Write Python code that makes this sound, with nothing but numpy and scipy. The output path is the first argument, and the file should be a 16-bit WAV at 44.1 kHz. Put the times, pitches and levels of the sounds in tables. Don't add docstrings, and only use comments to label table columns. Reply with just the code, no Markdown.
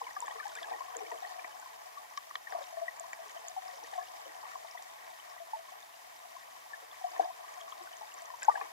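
import sys
import numpy as np
from scipy import signal
from scipy.fft import rfft, irfft, next_fast_len
from scipy.io import wavfile

SR = 44100
rng = np.random.default_rng(int(sys.argv[2]) if len(sys.argv) > 2 else 0)


def makeup_ratio(level_db):
    decades = np.asarray(level_db, float) / 20
    return 10 ** decades


def generate_wav(signal):
    frames = np.transpose(np.atleast_2d(signal))
    scaled = np.clip(frames, -1, 1) * 32767
    pcm = np.round(scaled).astype(np.int16)
    wavfile.write(sys.argv[1], SR, pcm)


N = 384552

# time_s, churn_db
PLUME_CHURN = [(0.0, -52), (0.63, -51.5), (0.7, -50), (0.92, -53), (1.24, -52), (1.8, -55.5), (2.45, -56.5),
               (2.55, -51.5), (2.77, -54), (3.54, -54), (3.81, -52.5), (6.02, -57), (7.04, -54.5),
               (7.21, -49), (7.3, -54.5), (8.43, -53.5), (8.5, -48.5), (8.72, -53.5)]
# pitch_hz, width_hz, left_db, right_db, right_lead_rad, side_spread_rad
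WALL_MODES = [(324, 93, -15.5, -13.5, 1.85, 1.57), (468, 32, -11, -8, 5.5, 1.54),
              (561, 37, -6.5, -15, 1.9, 1.4), (665, 14, 6.5, 4.5, 2.43, 0.065),
              (735, 61, 4, -1.5, 2.85, 0.51), (853, 112, -10, -2, 2.58, 1.03),
              (1030, 132, -5.5, -7.5, 1.68, 3.71), (1122, 57, -5, -6, 3.93, 0.13),
              (1695, 346, -10, -12.5, 1.68, 0.39), (1880, 166, -10.5, -25.5, 2.5, 2.8),
              (2250, 58, -34, -12, 1.7, 1.3), (3060, 170, -18, -16, 1.4, 1.2),
              (3620, 127, -16, -21, 0.27, 1), (4930, 1390, -19, -25.5, 0.16, 1.3),
              (6380, 2120, -48.5, -17.5, 0.11, 1.15), (6700, 61, -47, -48, 2.7, 1.1)]
# pitch_hz, level_db (per Hz)
FLOOR_COLOUR = [(20, -21), (50, -13.5), (92, -6), (150, -9.5), (300, -6.5), (2000, 0.5), (8500, -12),
                (10500, -5), (13000, -6.5), (16000, -9)]
# pitch_hz, likeness (0 to 1)
FLOOR_LIKENESS = [(60, 0.93), (95, 0.97), (160, 0.043), (6000, 0.62), (8600, 0.83), (10500, 0.13),
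                  (12500, 0.58), (15000, 0.89)]
# pitch_hz, level_db (rms)
CIRCUIT_WHINES = [(6000.5, -86), (8421.5, -89), (12000, -91)]
# pitch_hz, balance_db (plus is left)
NEAR_BALANCE = [(450, 3.5), (750, 8.5), (1100, 4), (2200, 7), (3300, -2), (5500, 6), (7200, -3.5)]
# start_s, level_db (peak), pitch_hz, cycles_to_peak, balance_db
PLOPS = [(0.016, -36.5, 1030, 5.1, -1), (0.068, -41, 1005, 6.5, 3), (0.166, -37, 1174, 8.8, 5),
         (0.224, -36.5, 948, 5, 15), (0.28, -40, 1090, 4.5, 2), (0.393, -44, 1240, 4.7, 2.5),
         (0.456, -36, 828, 4.9, 22), (0.807, -37, 1030, 5.7, 10), (1.114, -39, 946, 6.5, 9),
         (1.972, -43, 1142, 13.4, 11), (2.176, -35.5, 1132, 6.3, 5), (2.31, -41, 1140, 3.6, 1),
         (2.355, -34.5, 1134, 2.46, 0), (2.549, -33.5, 683, 5.9, 5), (2.772, -39, 665, 8.8, 8),
         (2.817, -35.5, 668, 10, 8), (3.573, -37.5, 757, 9, 6), (3.979, -35, 714, 7.5, 7),
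         (4.556, -38.5, 1050, 3.9, 2), (5.534, -33.5, 870, 5.3, 0), (7.043, -32, 720, 6.5, 6),
         (7.1965, -21.5, 735, 3.73, 11), (8.4835, -15.5, 856, 3.62, 25), (8.612, -39, 796, 6.6, 14)]
# start_s, level_db (peak), pitch_hz, cycles_to_peak, balance_db
SPLITS = [(.014, -38, 816, 3.9, 10), (1.121, -43, 674, 4.9, 1), (1.136, -41.5, 680, 3.5, 6),
          (1.15, -46, 660, 5.4, 4), (2.585, -39.5, 656, 3.9, 7), (3.985, -41.5, 1083, 11.3, 4),
          (3.565, -37.5, 820, 3.5, 9), (5.547, -41.5, 893, 8.7, 0), (5.561, -49, 651, 10.7, 7),
          (7.062, -41.5, 724, 8, 3), (7.207, -32, 740, 2.8, -5), (7.217, -39, 686, 4.54, 7),
          (7.24, -39, 670, 6.5, -1), (7.253, -36, 725, 4.3, 7), (7.272, -43, 720, 5, 1),
          (8.494, -22.5, 830, 2.3, 9), (8.4882, -23.5, 935, 5.1, 8), (8.498, -31.5, 1177, 7.4, 1),
          (8.51, -42, 1190, 9, -7), (8.555, -37.5, 790, 4.8, 17), (8.571, -43, 785, 5.1, 5)]
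# start_s, level_db (peak), pitch_hz
GULPS = [(0.05, -67, 467), (0.356, -53, 454), (0.569, -61, 460), (0.715, -53, 474), (0.959, -46, 477),
         (0.978, -49.5, 486), (1.018, -46.5, 430), (1.06, -52, 460), (1.119, -47.5, 460),
         (2.524, -56.5, 464), (3.26, -60.5, 423), (3.832, -56, 477), (4.258, -51, 544), (7.193, -44, 464),
         (7.81, -58, 352), (6.82, -59.5, 545), (8.492, -54, 480), (8.611, -55, 450)]
# start_s, level_db (peak), pitch_hz
GLUGS = [(0.309, -46, 830), (0.709, -42, 815), (0.729, -42.5, 757), (0.883, -44.5, 1096),
         (1.005, -43.5, 785), (1.229, -47, 780), (1.358, -47.5, 686), (1.383, -46.5, 737),
         (1.447, -47.5, 707), (1.626, -51, 1030), (2.525, -42, 770), (2.612, -45, 566), (2.727, -50, 646),
         (2.879, -45.5, 677), (3.005, -45.5, 666), (3.04, -45.5, 1010), (8.03, -44, 853), (3.637, -55, 735),
         (3.827, -46, 862), (3.933, -44, 793), (3.956, -42.5, 736), (4.645, -47.5, 670), (4.75, -47.5, 710),
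         (5.401, -46.5, 665), (5.72, -49, 735), (6.365, -45.5, 1047), (7.723, -43.5, 1070),
         (8.014, -44, 858), (8.302, -44, 1030), (8.339, -42, 970)]
# start_s, level_db (peak), pitch_hz
STRAYS = [(0.555, -47, 2400), (0.572, -44.5, 1680), (0.586, -42, 1950), (.592, -52, 1400),
          (.642, -43.5, 1660), (1.064, -46, 2250), (2.355, -46, 2250), (2.355, -41.5, 4080),
          (3.132, -46.5, 2280), (8.424, -43.5, 2550), (8.432, -44, 1690), (8.437, -39, 5250),
          (8.451, -36.5, 6480), (8.613, -45, 2450), (1.274, -50, 4330), (2.305, -53, 1895),
          (2.626, -49.5, 3720), (6.345, -51.5, 696), (5.199, -48.5, 3050), (5.32, -52, 1110),
          (5.684, -52, 1080), (5.827, -50, 3620), (5.94, -53, 2800), (6.245, -52, 717),
          (6.914, -47.5, 3480), (7.119, -48.5, 4840), (7.246, -47, 4930), (7.305, -48.5, 1027),
          (7.933, -49, 3000), (8.508, -47, 885)]
# start_s, level_db (peak), pitch_hz, cycles_to_peak
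POPS = [(0.0667, -45.5, 2250, 6.4), (0.164, -43, 1670, 4.6), (0.269, -47, 1750, 6.1),
        (0.3076, -45, 1880, 5.8), (0.3995, -39.5, 1770, 5.6), (0.4269, -47, 1535, 10),
        (0.4673, -47.5, 1700, 4.1), (0.6295, -51, 1710, 8.1), (0.734, -47.5, 1880, 9.3),
        (0.9888, -51, 1860, 1.6), (1.1174, -46.5, 1900, 6.3), (1.2487, -41.5, 1880, 4.5),
        (1.3936, -45.5, 2360, 5.1), (1.4459, -43, 1970, 5.3), (2.173, -53, 1690, 10),
        (2.3545, -38, 1880, 3.1), (2.471, -40.5, 1840, 5), (2.5225, -52, 1630, 7.1),
        (2.881, -34, 1924, 7.6), (3.1313, -43.5, 1906, 4.2), (3.9379, -47.5, 1730, 3.6),
        (4.774, -44.5, 1960, 4.7), (6.7338, -40.5, 1744, 8.4), (7.162, -46.5, 1800, 6.3),
        (8.4213, -42.5, 1570, 7.8), (8.4921, -46, 1480, 4.9), (8.518, -46, 1860, 5.2),
        (8.555, -34.5, 1675, 4.7), (8.6125, -43, 1750, 3.8), (8.6527, -52, 1870, 5.5)]
# start_s, level_db (peak), pitch_hz
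TICKS = [(0.132, -46, 6140), (0.2044, -31, 7240), (0.2618, -41.5, 7140), (0.312, -45.5, 3320),
         (0.5538, -35.5, 7460), (0.6309, -37, 3440), (0.968, -30.5, 7020), (1.1073, -44, 5900),
         (1.5986, -43, 7000), (2.178, -51, 3100), (2.1745, -36, 5600), (2.355, -36.5, 3400),
         (2.5045, -45, 5590), (2.9977, -32, 7200), (3.1318, -39.5, 6950), (3.484, -31.5, 6870),
         (3.681, -42, 5130), (3.8383, -40.5, 5760), (4.7116, -40.5, 5460), (4.825, -43, 7240),
         (5.2993, -46, 5500), (7.5418, -45.5, 6140), (7.6127, -42, 3250), (7.7217, -43.5, 3240),
         (7.969, -42, 6540), (8.1417, -39.5, 7240), (8.1875, -42.5, 5900), (8.2207, -41, 7360),
         (8.256, -43, 6500), (8.4312, -29.5, 7300)]
# start_s, level_db (peak), pitch_hz
LARGE = [(0.02, -54, 470), (0.165, -44.5, 773), (0.354, -49, 1054), (3.045, -51, 689), (0.233, -41, 970),
         (0.406, -41.5, 1180), (7.159, -50, 1070), (0.744, -45, 820), (1.243, -46, 720),
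         (1.266, -48.5, 820), (7.287, -44, 750), (1.593, -51, 846), (1.658, -47, 1030), (2.738, -53, 660),
         (2.767, -55, 1090), (2.881, -50, 1080), (0.817, -43, 1080), (3.687, -50, 720), (3.19, -48.5, 660),
         (3.359, -48, 686), (3.463, -50.5, 682), (3.501, -52, 720), (3.657, -47, 747), (3.783, -52, 880),
         (5.415, -48, 680), (0.618, -48, 680), (4.194, -49.5, 855), (4.428, -52, 1030), (4.434, -48.5, 870),
         (4.453, -49, 1110), (3.44, -51, 700), (4.646, -51, 895), (7.298, -47, 686), (4.749, -48, 976),
         (5.484, -54, 703), (7.012, -49, 770), (7.575, -48.5, 723), (7.607, -50, 1160), (7.613, -52, 665),
         (7.808, -52, 1080), (8.597, -49, 785), (4.003, -44, 720), (8.221, -49.5, 682), (8.574, -42, 970),
         (7.805, -51, 747), (8.649, -51, 855), (8.656, -49, 1030), (8.714, -54, 800)]
# start_s, level_db (peak), pitch_hz
MEDIUM = [(0.044, -52, 2970), (0.225, -51, 3640), (0.263, -52, 3360), (0.299, -52, 3060),
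          (0.399, -49, 2310), (0.516, -53, 1460), (0.558, -48, 1510), (0.566, -47, 3550),
          (0.699, -51, 1810), (0.726, -52, 2430), (1.446, -47, 2283), (3.292, -55, 1900),
          (0.947, -53, 3190), (0.947, -52, 1520), (0.958, -53, 1700), (0.989, -51, 2430),
          (1.049, -49, 1850), (1.068, -53, 3060), (1.176, -52.5, 3120), (1.222, -51, 3800),
          (1.393, -53, 1730), (0.079, -49, 2024), (1.522, -54, 3010), (1.623, -52, 1520),
          (2.167, -53, 3970), (2.172, -48, 3150), (0.358, -53, 1809), (8.421, -48, 1950),
          (2.767, -49.5, 1800), (8.139, -57, 1840), (3.373, -52, 3060), (3.513, -52.5, 1790),
          (3.846, -51.5, 1910), (3.885, -52, 3750), (3.992, -53, 1700), (4.013, -48.5, 1720),
          (4.07, -53, 2860), (4.254, -51, 3020), (4.683, -54, 1940), (4.781, -49.5, 3440),
          (5.38, -51, 1950), (7.206, -50, 1600), (7.232, -51, 1680), (7.871, -49, 1500), (8.071, -53, 3600),
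          (8.119, -50.5, 2820), (8.301, -52, 1800), (8.451, -46, 1530)]
# start_s, level_db (peak), pitch_hz
TINY = [(0.016, -51, 5070), (0.481, -48, 6800), (0.104, -51, 5260), (0.152, -48, 5800), (0.159, -52, 5100),
        (0.168, -52, 5060), (0.217, -47, 5400), (0.218, -45, 7320), (0.27, -45, 7080), (2.997, -48, 8140),
        (0.341, -50, 6500), (0.567, -51, 5040), (0.646, -53, 5600), (0.671, -49, 7100), (0.695, -52, 5260),
        (0.795, -50, 5000), (1.006, -50, 5730), (1.034, -51, 7800), (1.108, -51, 7110), (1.314, -51, 6800),
        (1.549, -52, 5680), (2.102, -51, 5920), (2.167, -49, 5080), (2.296, -50, 5880), (2.519, -50, 7400),
        (2.529, -50, 4820), (2.591, -54, 5580), (2.667, -48, 5660), (2.967, -51, 7150), (2.997, -49, 5770),
        (3.138, -51, 5210), (3.17, -50, 8350), (3.318, -50, 6700), (3.384, -51, 6200), (3.781, -50.5, 5190),
        (3.994, -50, 6960), (8.257, -50, 5730), (5.311, -51, 5350), (5.804, -52, 6680), (6.191, -51, 7820),
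        (7.105, -49, 6610), (3.203, -52, 5600), (7.236, -52, 6160), (7.522, -51, 7110), (7.837, -50, 7920),
        (8.01, -47.5, 5680), (8.391, -51, 5800), (8.398, -48, 6830), (8.533, -49, 7430), (8.55, -49, 7900)]
# start_s, level_db (peak), pitch_hz
SCATTERED = [(.279, -45, 834), (.425, -52, 1740), (.902, -49, 1060), (1.299, -49, 1820), (2.358, -40, 3150),
             (2.494, -55, 980), (2.522, -49, 1490), (2.963, -60, 960), (3.734, -54.5, 547),
             (4.021, -47, 715), (5.59, -56, 670), (5.104, -53, 870), (0.466, -43.5, 825),
             (7.724, -48, 1240), (8.01, -50.5, 676), (8.429, -45, 1950), (8.612, -40, 1120)]
# start_s, level_db (peak), contact_ms
SNAPS = [(0.28, -46, 0.14), (.552, -48, 0.067), (0.629, -45, 0.065), (0.7198, -46.5, 0.35),
         (1.118, -48, 0.13), (1.4446, -47, 0.16), (2.1749, -38.5, 0.059), (2.3545, -40.5, 0.074),
         (2.523, -45.5, 0.11), (3.132, -42, 0.12), (7.194, -51, 0.61), (8.4205, -45.5, 0.097),
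         (8.431, -44, .05), (8.436, -46, 0.053), (8.446, -44, 0.045), (8.6117, -47.5, 0.22)]


def rms_one(x):
    return x / np.sqrt(np.mean(np.abs(x) ** 2) + 1e-20)


def at_hz(points, hz):
    table_hz, values = np.transpose(points)
    return np.interp(np.log(hz + 1), np.log(table_hz), values)


def drift(rate_hz):
    r = np.exp(-2 * np.pi * rate_hz * 40 / SR)
    noise = rng.standard_normal(N // 40 + 2002)
    slow = signal.lfilter([1], [1, -2 * r, r * r], noise)[2000:]
    return np.interp(np.arange(N) / 40, np.arange(len(slow)), rms_one(slow))


def ring(clicks, hz, width_hz):
    r, w = np.exp(-np.pi * width_hz / SR), 2 * np.pi * hz / SR
    return signal.lfilter([0, np.sin(w)], [1, -2 * r * np.cos(w), r * r], clicks + 1e-18)


def surges():
    churn_db = np.interp(np.arange(N) / SR, *np.transpose(PLUME_CHURN))
    swing_db = churn_db + 54
    bright_db = -59.5 + 0.47 * swing_db
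    gulping = makeup_ratio(-74.5 + 2.74 * swing_db)
    age_s = np.arange(SR // 2) / SR
    rise_s, fall_s, wake_db = 0.0086, 0.018, 1
    wake = (1 - np.exp(-age_s / rise_s)) * np.exp(-age_s / fall_s)
    for start_s, peak_db, _ in GULPS:
        stirred = gulping[round(start_s * SR):][:len(age_s)]
        stirred[:] = np.maximum(stirred, makeup_ratio(peak_db + wake_db) * wake[:len(stirred)])
    return churn_db, bright_db, 20 * np.log10(gulping)


def swarm(per_s, size_spread_db, cycles, low_hz, high_hz, count):
    loudness = makeup_ratio(size_spread_db * np.minimum(rng.exponential(1, N), 3))
    sizes = loudness * rng.choice([-1, 1], N)
    born = rng.random(N) < per_s * makeup_ratio(4 * drift(5)) / SR
    dealt = rng.integers(0, count, N)
    total = 0
    for k, hz in enumerate(np.geomspace(low_hz, high_hz, count)):
        total = total + ring(sizes * born * (dealt == k), hz, hz / cycles) * (hz / 1000) ** 0.6
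    return rms_one(total)


def plume():
    deep_db, bright_db, gulp_db = surges()
    lively = makeup_ratio(0.63 * (deep_db + 51.5))
    small = swarm(per_s=300, size_spread_db=1.8, cycles=16.0, low_hz=330, high_hz=2600, count=14)
    fizz = swarm(per_s=90, size_spread_db=3.4, cycles=11.0, low_hz=2900, high_hz=7800, count=8)
    wash = makeup_ratio(7) * rng.standard_normal(N)
    water = wash + lively * (makeup_ratio(1.0) * small + makeup_ratio(-0.5) * fizz)
    parts = [(gulp_db + 14.5, [290, 510]), (deep_db + 6.0, [595, 1350]), (bright_db + 11.0, [1450, 12000])]
    total = 0
    for level_db, edges_hz in parts:
        band = signal.sosfilt(signal.butter(4, edges_hz, "band", fs=SR, output="sos"), water)
        total = total + makeup_ratio(level_db + 1.3 * drift(15.3)) * band
    return total


def mode(hz, centre_hz, width_hz, phase):
    near, mirror = [1 / (1 + 2j * (hz - f) / width_hz) for f in (centre_hz, -centre_hz)]
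    return np.exp(1j * phase) * near + np.exp(-1j * phase) * mirror


def housing(upstream, downstream, knocks):
    size = next_fast_len(N + SR // 4)
    hz = np.arange(size // 2 + 1) * SR / size
    up, down, knock = rfft([upstream, downstream, knocks], size)
    left, right = 0, 0
    for centre_hz, width_hz, left_db, right_db, lead, spread in WALL_MODES:
        left = left + makeup_ratio(left_db) * mode(hz, centre_hz, width_hz, 0) * (up + down + knock)
        paths = [mode(hz, centre_hz, width_hz, lead + turn) for turn in (spread, -spread, -0.55)]
        right = right + makeup_ratio(right_db) * (paths[0] * up + paths[1] * down + paths[2] * knock)
    return irfft([left, right], size)[:, :N]


def floor():
    size = next_fast_len(N)
    hz = np.arange(size // 2 + 1) * SR / size
    mid, side = rfft(rng.standard_normal((2, size)))
    alike = np.clip(at_hz(FLOOR_LIKENESS, hz), 0, 1)
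    pair = np.sqrt(1 + alike) * mid + np.sqrt(1 - alike) * side * [[1], [-1]]
    pair = pair * makeup_ratio(at_hz(FLOOR_COLOUR, hz))
    rumble, hiss = [irfft(pair * part, size)[:, :N] for part in (hz < 220, hz >= 220)]
    gulp_db = surges()[2]
    swell = makeup_ratio(0.27 * (np.minimum(gulp_db, -66) + 66.0))
    noise = makeup_ratio(-60.5) * rms_one(rumble * swell + hiss * makeup_ratio([[-0.6], [0.6]]))
    t = np.arange(N) / SR
    return noise + sum(np.sqrt(2) * makeup_ratio(db) * np.sin(2 * np.pi * f * t) for f, db in CIRCUIT_WHINES)


def bubbles(rows, rise, soft):
    out, walls = np.zeros((3, N + SR)), np.array(WALL_MODES)
    phases = rng.uniform(0, 2 * np.pi, len(rows))
    for (start_s, peak_db, hz, cycles, *side_db), phase in zip(rows, phases):
        swell_cycles = max(cycles, 0.5)
        turns = np.arange(int(9 * swell_cycles * SR / hz)) * hz / SR
        age = turns / swell_cycles
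        swell = (age * np.exp(1 - age)) ** soft
        tone = makeup_ratio(peak_db) * swell * np.exp(1j * (2 * np.pi * turns * (1 + rise * (age - 2)) + phase))
        pan_db = side_db[0] if side_db else at_hz(NEAR_BALANCE, hz)
        lead = min(np.interp(hz, walls[:, 0], walls[:, 4]), 1.75)
        turned = np.exp(1j * lead)
        left_gain, right_gain = makeup_ratio(pan_db / 2), makeup_ratio(-pan_db / 2)
        even = 2 / abs(left_gain + right_gain * turned)
        first = round((start_s - 0.1717 * soft * cycles / hz) * SR)
        i, tone = max(first, 0), tone[max(-first, 0):]
        left, right = even * left_gain * tone, even * right_gain * tone * turned
        out[:, i:i + len(tone)] += [left.real, right.real, tone.real]
    return out[:, :N]


def snaps():
    out, t = np.zeros(N + SR), np.arange(-60, 60) / SR
    fade = np.exp(-np.arange(300) / SR / 0.0016)
    for start_s, peak_db, contact_ms in SNAPS:
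        push = t / (max(contact_ms, 0.02) / 1000)
        rattle = np.convolve(rng.standard_normal(300) * fade, push * np.exp(-push ** 2))
        place = out[round(start_s * SR) - 60:][:len(rattle)]
        place += makeup_ratio(peak_db + 23.5) * rattle / np.abs(rattle).max()
    return out[:N]


def scene():
    def with_shape(rows, *shape):
        return [(*row, *shape) for row in rows]

    upstream, downstream = plume(), plume()
    big = bubbles(PLOPS + SPLITS, rise=0.004, soft=3.0) * makeup_ratio([[0.5], [0.5], [-4.5]])
    gentle = with_shape(GULPS, 6.13) + with_shape(GLUGS, 5.8, 13) + with_shape(STRAYS, 7.87)
    near = big + bubbles(gentle, rise=0.004, soft=3.0)
    near = near + bubbles(POPS, rise=0.00038, soft=1.27)
    near = near + bubbles(with_shape(TICKS, 2.42), rise=0.00084, soft=0.77)
    standouts = with_shape(LARGE + SCATTERED, 5.47) + with_shape(MEDIUM, 7.1) + with_shape(TINY, 5)
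    near = near + bubbles(standouts, rise=0.00081, soft=1.826)
    inside = near[:2] + housing(upstream, downstream, makeup_ratio(-0.5) * near[2] + snaps())
    stiff = signal.butter(6, 260, "high", fs=SR, output="sos")
    return signal.sosfilt(stiff, inside) + floor()


def band_limit(x):
    return signal.sosfilt(signal.butter(12, 15770, fs=SR, output="sos"), x)


def record(dry):
    top_cut = signal.cheby2(16, 70, 16350, fs=SR, output="sos")
    mix = signal.sosfilt(top_cut, dry)
    return band_limit(mix)


dry = scene()
out = record(dry)
generate_wav(out)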